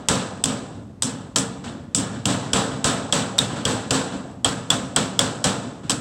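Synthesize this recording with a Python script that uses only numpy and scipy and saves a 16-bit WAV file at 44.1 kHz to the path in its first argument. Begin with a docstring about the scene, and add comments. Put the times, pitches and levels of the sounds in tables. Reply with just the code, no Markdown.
"""In a bare timber-framed room, close by, a claw hammer drives a small steel cleat onto the seam of a duct.
Each blow is a hard clack of filtered noise with a brief ping, zing and buzz of the cleat.
The large sheet-metal duct then booms, clangs and sizzles away: banded noise with slow decays, plus single
panel modes and a deep thump of the wall. Between blows come soft nudges and low flexing of the duct.
The microphone chain drops deep rumble, hushes the quiet stretches, rounds off peaks and cuts the top."""
import sys
import numpy as np
from scipy import signal
from scipy.fft import rfft, irfft
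from scipy.io import wavfile
from scipy.ndimage import uniform_filter1d

SR = 44100
rng = np.random.default_rng(int(sys.argv[2]) if len(sys.argv) > 2 else 0)


def file_out(sig):
    """Save sig as 16-bit WAV at sys.argv[1]."""
    # one column per channel
    cols = np.atleast_2d(sig).T
    # limit, then scale
    lim = np.clip(cols, -1, 1)
    pcm = np.round(lim * 32767).astype(np.int16)
    wavfile.write(sys.argv[1], SR, pcm)


N = 264732
TIME = np.arange(N) / SR  # s

# hammer blows; hold is how far the duct sound is held down just after the hit; levels are relative:
# (t/s, clack level/dB, ping f/Hz, ping level/dB, zing level/dB, cleat buzz level/dB,
#  duct shake level/dB, hold/dB)
BLOW_LIST = [(0.0857, -9.5, 3470, -30, -12, -23, -16, 9.5), (0.439, -14.5, 3330, -19, -8, -24, -21, 21),
             (1.0221, -15.5, 3340, -20.5, -8.5, -20, -25.5, 18),
             (1.3594, -11.5, 3130, -14.5, -21, -17, -23.5, 2),
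             (1.9472, -16.5, 3200, -26, -11, -17, -21.5, 25), (2.255, -14, 3080, -19, -13, -26, -17, 16.5),
             (2.5323, -16, 3230, -17, -12, -29, -15.5, 9), (2.8428, -14.5, 3400, -22, -18, -20, -15.5, 9),
             (3.1244, -17, 3490, -12.5, -14, -22.5, -16.5, 8.5), (3.387, -14, 3630, -6, -14, -26, -22, 7),
             (3.652, -16, 3220, -15, -24, -34, -17, 12), (3.9072, -14.5, 3120, -16.5, -31, -25, -16, 11),
             (4.4456, -18.5, 3283, -10.5, -7.5, -31, -21, 0.5),
             (4.7028, -13.5, 3413, -7, -10.5, -25, -21, 2), (4.962, -15, 3330, -12, -5.5, -36, -19.5, 2),
             (5.191, -11, 3360, -10.5, -7, -25, -19, 3.5), (5.4415, -13.5, 3190, -16, -28, -23, -18, 4),
             (5.896, -16, 3200, -29, -14, -22.5, -26.5, -0.5)]


def from_db(db):
    """Amplitude factor for a level in dB."""
    return 10 ** (np.asarray(db) / 20)


def rms_one(x):
    """Scale a signal to rms 1."""
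    return x / np.sqrt(np.mean(x ** 2) + 1e-20)


def at_hz(points, hz):
    """Read a curve of (f/Hz, value) points, straight over log frequency."""
    table = np.array(points)
    return np.interp(np.log(np.maximum(hz, 1)), np.log(table[:, 0]), table[:, 1])


def noise(spectrum, size):
    """Random vibration with the given spectrum; rms 1."""
    hz = np.fft.rfftfreq(size, 1 / SR)
    shaped = rfft(rng.standard_normal(size)) * from_db(at_hz(spectrum, hz))
    return rms_one(irfft(shaped, size))


def dying(age, t60):
    """Amplitude that falls 60 dB in t60 seconds."""
    return np.exp(-np.log(1000) * age / t60)


def onset(age, rise):
    """Amplitude that climbs towards 1 with time constant rise, in seconds."""
    return 1 - np.exp(-age / rise)


def add(out, s, sound):
    """Mix a sound in, starting at s seconds."""
    at = round(s * SR)
    out[at:at + len(sound)] += sound[:N - at]


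def flutter(rate):
    """Random wandering: this many normal draws of spread 1 a second, joined by straight lines."""
    return np.interp(TIME * rate, np.arange(N), rng.standard_normal(N))


def follow(shake_db, usual_db, share):
    """Level of a part that is usual_db at the usual shake and gains share dB per dB of shake."""
    usual_shake_db = -19.5
    return usual_db + share * (shake_db - usual_shake_db)


def blow_shakes():
    """How each blow shakes the duct: (t/s, boom level/dB, clang level/dB, sizzle level/dB, hold/dB)."""
    boom_db, boom_follows, sizzle_db = -22, 0.4, -1.33  # sizzle is relative to the shake
    boom_per_hold = 0.13  # dB per dB: blows with more hold boom more
    rows = []
    for s, *cleat_part, shake, hold in BLOW_LIST:
        boom = follow(shake, boom_db, boom_follows) + boom_per_hold * hold
        rows.append((s, boom, shake, shake + sizzle_db, hold))
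    return rows


def soft_shakes(hold_db=6.0):
    """Soft shakes of the duct, in the same columns: the softer one is, the more the boom prevails."""
    # ring left from an earlier blow, then soft nudges and low flexing of the duct: (t/s, shake level/dB)
    soft_list = [(-.2, -23), (.74, -47.5), (1.639, -29.5), (1.735, -53), (2.13, -35), (2.43, -34.5),
                 (2.71, -32.5), (3.5, -29.5), (3.558, -28.5), (4.122, -33), (4.28, -49.5), (5.63, -41),
                 (5.832, -38.5)]
    boom_db, boom_follows, sizzle_db = -22.5, 0.29, -3.5
    rows = []
    for s, shake in soft_list:
        rows.append((s, follow(shake, boom_db, boom_follows), shake, shake + sizzle_db, hold_db))
    return rows


def quiet_room(level_db=-42.5):
    """Steady background of the quiet room: noise weighted to the bass."""
    # relative noise spectrum of the room: (f/Hz, level/dB per Hz)
    room_spectrum = [(30, -16), (110, 3.5), (300, -9.5), (1000, -28), (3000, -36.5), (8000, -42),
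                     (16000, -63)]
    return from_db(level_db) * noise(room_spectrum, N)


def panels(spread_db=2.5, build=0.0052):
    """Every blow sets the same panel modes ringing, each with a strength and phase of its own."""
    # clearest modes of the duct panels, levels relative to boom and clang: (f/Hz, level/dB, t60/s)
    panel_modes = [(108.5, -12.5, 1.24), (129.05, -11.5, 0.97), (153.5, -11, 0.64), (189, -10, 0.96),
                   (235, -14, 0.7), (264.7, -9, 0.85), (457, -15.5, 0.96), (512, -15, 0.77),
                   (683.5, -23, 1.4), (1030, -18.5, 0.5), (1289, -20, 0.76)]
    out, age = np.zeros(N), TIME[:SR]
    for hz, db, t60 in panel_modes:
        mode = np.exp(2j * np.pi * hz * age) * dying(age, t60) * onset(age, build)
        for s, boom, clang, sizzle, hold in blow_shakes():
            level = at_hz([(280, boom), (450, clang)], hz) + db + spread_db * rng.standard_normal()
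            phase = np.exp(2j * np.pi * rng.random())
            add(out, s, from_db(level) * (mode * phase).real)
    return from_db(0.5) * out


def crowded_modes(hz, spacing_hz=20, depth_db=1.88):
    """Uneven peaks and gaps of the sheet's many modes, the same for every blow."""
    unevenness = np.interp(hz / spacing_hz, np.arange(N), rng.standard_normal(N))
    return from_db(depth_db * unevenness * np.minimum(hz / 500, 1))


def duct(release_s=0.032, release_shape=1.76, early_t60=0.29, rattle_db=0.7, wobble_db=1.5, count=19):
    """Crowded sheet modes: a quick loud shake, then a long ring in the room; lows build up later than highs."""
    # relative spectrum of the shaking duct: (f/Hz, level/dB per Hz)
    duct_spectrum = [(35, -19.5), (120, -0.5), (265, 1), (335, -7), (700, -7), (1700, -9.5), (2050, -17),
                     (3500, -10.5), (4500, -15), (6800, -18), (8000, -8.5), (9000, -25), (12500, -41.5),
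                     (16000, -44)]
    # long decay of duct and room together, ahead of the noise suppressor: (f/Hz, t60/s)
    long_decay = [(60, 1.16), (200, 1.12), (550, 1.406), (1500, 0.86), (3800, 0.72), (8000, 0.77),
                  (14000, 0.4)]
    shakes = [(*row, False) for row in blow_shakes()] + [(*row, True) for row in soft_shakes()]
    hz = np.fft.rfftfreq(N, 1 / SR)
    whole = rfft(noise(duct_spectrum, N)) * crowded_modes(hz)
    centres = np.geomspace(40, 16000, count)  # overlapping bands, Hz
    coarse, out = TIME[::16], np.zeros(N)  # envelopes need only every 16th sample
    rattle = flutter(rate=340)  # the loose seam chatters against the sheet

    for k, centre in enumerate(centres):
        band = irfft(whole * np.interp(hz, centres, np.arange(count) == k), N)
        build = at_hz([(100, 0.01), (1000, 0.0017), (4000, 0.0016)], centre)  # s
        late_db = at_hz([(60, -14.0), (200, -4.5), (1000, -9.0), (3500, -9), (8000, -9.5)], centre)
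        late_t60 = at_hz(long_decay, centre)
        # scales the release time of each band
        slowness = at_hz([(150, 0.79), (600, 0.84), (1500, 1.17), (4000, 0.92)], centre)
        dull_db = at_hz([(3500, 0.0), (8000, -3.5), (13000, -7.5)], centre)  # soft shakes have little treble

        power = 0
        for s, boom, clang, sizzle, hold_db, soft in shakes:
            age = np.maximum(coarse - s, 0)
            level = at_hz([(280, boom), (450, clang), (1600, clang), (2800, sizzle)], centre)
            level = level + soft * dull_db
            # the duct sound starts held down by hold_db, then comes to full level
            held_down = np.exp(-(age / (release_s * slowness)) ** release_shape)
            swell = from_db(-hold_db * held_down) * onset(age, build)
            early = dying(age, early_t60)
            late = from_db(late_db) * dying(age, late_t60)
            power = power + (from_db(level) * swell) ** 2 * (early ** 2 + late ** 2)

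        rattling = rattle_db * rattle * min(centre / 3000, 1)  # fullest in the treble
        wobbling = wobble_db * flutter(rate=60) * min(1500 / centre, 1)  # fullest below 1500 Hz
        out += band * np.interp(TIME, coarse, np.sqrt(power)) * from_db(rattling + wobbling)
    return from_db(5.0) * out


def wall(size=8192):
    """A heavy blow pushes the whole wall in: a short, deep thump."""
    # relative spectrum of the duct wall flexing bodily under a blow: (f/Hz, level/dB per Hz)
    thump_spectrum = [(25, -20), (45, 0), (70, 4.5), (110, 1), (170, -14), (300, -25), (600, -59.5)]
    usual_thump_db, thump_follows = -31.5, 1.5
    out, age = np.zeros(N), TIME[:size]
    for s, *cleat_part, shake_db, hold_db in BLOW_LIST:
        thump_db = follow(shake_db, usual_thump_db, thump_follows)
        envelope = onset(age, 0.004) * dying(age, t60=0.13)
        add(out, s, from_db(thump_db) * noise(thump_spectrum, size) * envelope)
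    return out


def contact(age, rise=0.00014, press=0.0013, t60=0.017, after_db=-19, after_t60=0.078):
    """The face stays on the steel for press seconds, then the cleat rings out, with a weaker, longer tail."""
    free = np.maximum(age - press, 0)
    tail = from_db(after_db) * dying(free, after_t60)
    return onset(age, rise) * (dying(free, t60) + tail)


def ringing(hz, width_hz, size):
    """A cluster of close modes, half as strong width_hz from the centre, with a nearly even envelope."""
    offset = np.fft.fftfreq(size, 1 / SR) - hz  # positive side only, so the wave is complex
    wave = np.fft.ifft(np.fft.fft(rng.standard_normal(size)) / (1 + (offset / width_hz) ** 4))
    strength = np.abs(wave)
    return np.sqrt(2) * wave.real / (strength + 0.28 * strength.mean())


def cleat(size=12000):
    """Broad clack, two bending modes (the lower shifts with where it is hit), and its buzz while loose."""
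    # further touches of hammer or loose cleat just before or after a blow: (t/s, level/dB)
    contacts = [(0.457, -18), (1.0318, -19.5), (1.3626, -18), (1.3847, -17.5), (2.8835, -27), (3.3825, -16),
                (4.489, -26), (5.9046, -13.5), (5.917, -19.5)]
    # relative spectrum of the steel-on-steel clack: (f/Hz, level/dB per Hz)
    clack_spectrum = [(100, -18), (400, -9.5), (1200, -5.5), (2200, -13.5), (3200, 0.5), (4250, -4.5),
                      (5050, 1), (5800, -2.5), (6450, -5.5), (7800, 4), (9000, -14), (10500, -15.5),
                      (13000, -29.5), (16000, -34)]
    # relative spectrum of the cleat buzzing on the seam: (f/Hz, level/dB per Hz)
    buzz_spectrum = [(500, -30), (2200, -21), (3200, -2), (4200, -12.5), (5500, 0), (6600, -2), (8100, 8.5),
                     (9000, -5.5), (10500, -15), (13000, -33.5), (16000, -29.5)]
    # the ping is narrowest at small hold and widens with it, up to a limit
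    narrow_hz, widens_hz_per_db, widest_hz = 76, 34, 310
    zing_hz, zing_width_hz = 7895, 380  # upper bending mode
    out, age = np.zeros(N), TIME[:size]

    for s, clack_db, ping_hz, ping_db, zing_db, buzz_db, shake_db, hold_db in BLOW_LIST:
        clack = from_db(clack_db) * noise(clack_spectrum, size)
        clack *= contact(age, rise=0.00026, press=0.0018)

        ping_width_hz = min(narrow_hz + widens_hz_per_db * max(hold_db, 0), widest_hz)
        ping = from_db(ping_db) * ringing(ping_hz, ping_width_hz, size)
        ping *= contact(age, rise=0.0007, press=0.003, t60=0.017, after_db=-18, after_t60=0.25)

        zing = from_db(zing_db) * ringing(zing_hz, zing_width_hz, size)
        zing *= contact(age, rise=0.00025, press=0.0014, t60=0.011, after_db=-22.5, after_t60=0.1)

        clatter = from_db(1.8 * flutter(rate=730)[:size])
        buzz = from_db(buzz_db) * noise(buzz_spectrum, size) * clatter
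        buzz *= onset(age, 0.0059) * dying(age, t60=0.24)
        add(out, s, clack + ping + zing + buzz)

    for s, db in contacts:
        touch = contact(age, rise=0.000067, press=0.0012, t60=0.014, after_db=-15, after_t60=0.058)
        add(out, s, from_db(db) * noise(clack_spectrum, size) * touch)
    return out


def scene():
    """Quiet room, duct and cleat, heard from close by, in one channel."""
    return (quiet_room() + panels() + duct() + wall() + cleat())[None]


def suppress(x, split_hz=420, threshold_db=-45, slope=0.28, deepest_db=9):
    """Noise suppressor: what lies above the bass sinks further once it has become quiet."""
    bass = signal.sosfiltfilt(signal.butter(3, split_hz, fs=SR, output="sos"), x)
    upper = x - bass
    power = uniform_filter1d(upper ** 2, size=900)  # mean over about 20 ms
    level_db = 10 * np.log10(np.maximum(power, 1e-12))
    gain_db = np.clip(slope * (level_db - threshold_db), -deepest_db, 0)
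    return bass + upper * from_db(gain_db)


def record(dry, low_cut_hz=44, cutoff_hz=15900, ceiling=0.72):
    """Deepest rumble is lost, quiet treble hushed, the loudest peaks are rounded off and the top is cut."""
    low_cut = signal.butter(3, low_cut_hz, "high", fs=SR, output="sos")
    hushed = suppress(signal.sosfilt(low_cut, dry))
    rounded = hushed / (1 + (hushed / ceiling) ** 6) ** (1 / 6)
    top_cut = signal.ellip(10, 0.1, 90, cutoff_hz, fs=SR, output="sos")
    return signal.sosfilt(top_cut, rounded)


dry = scene()
out = record(dry)
file_out(out)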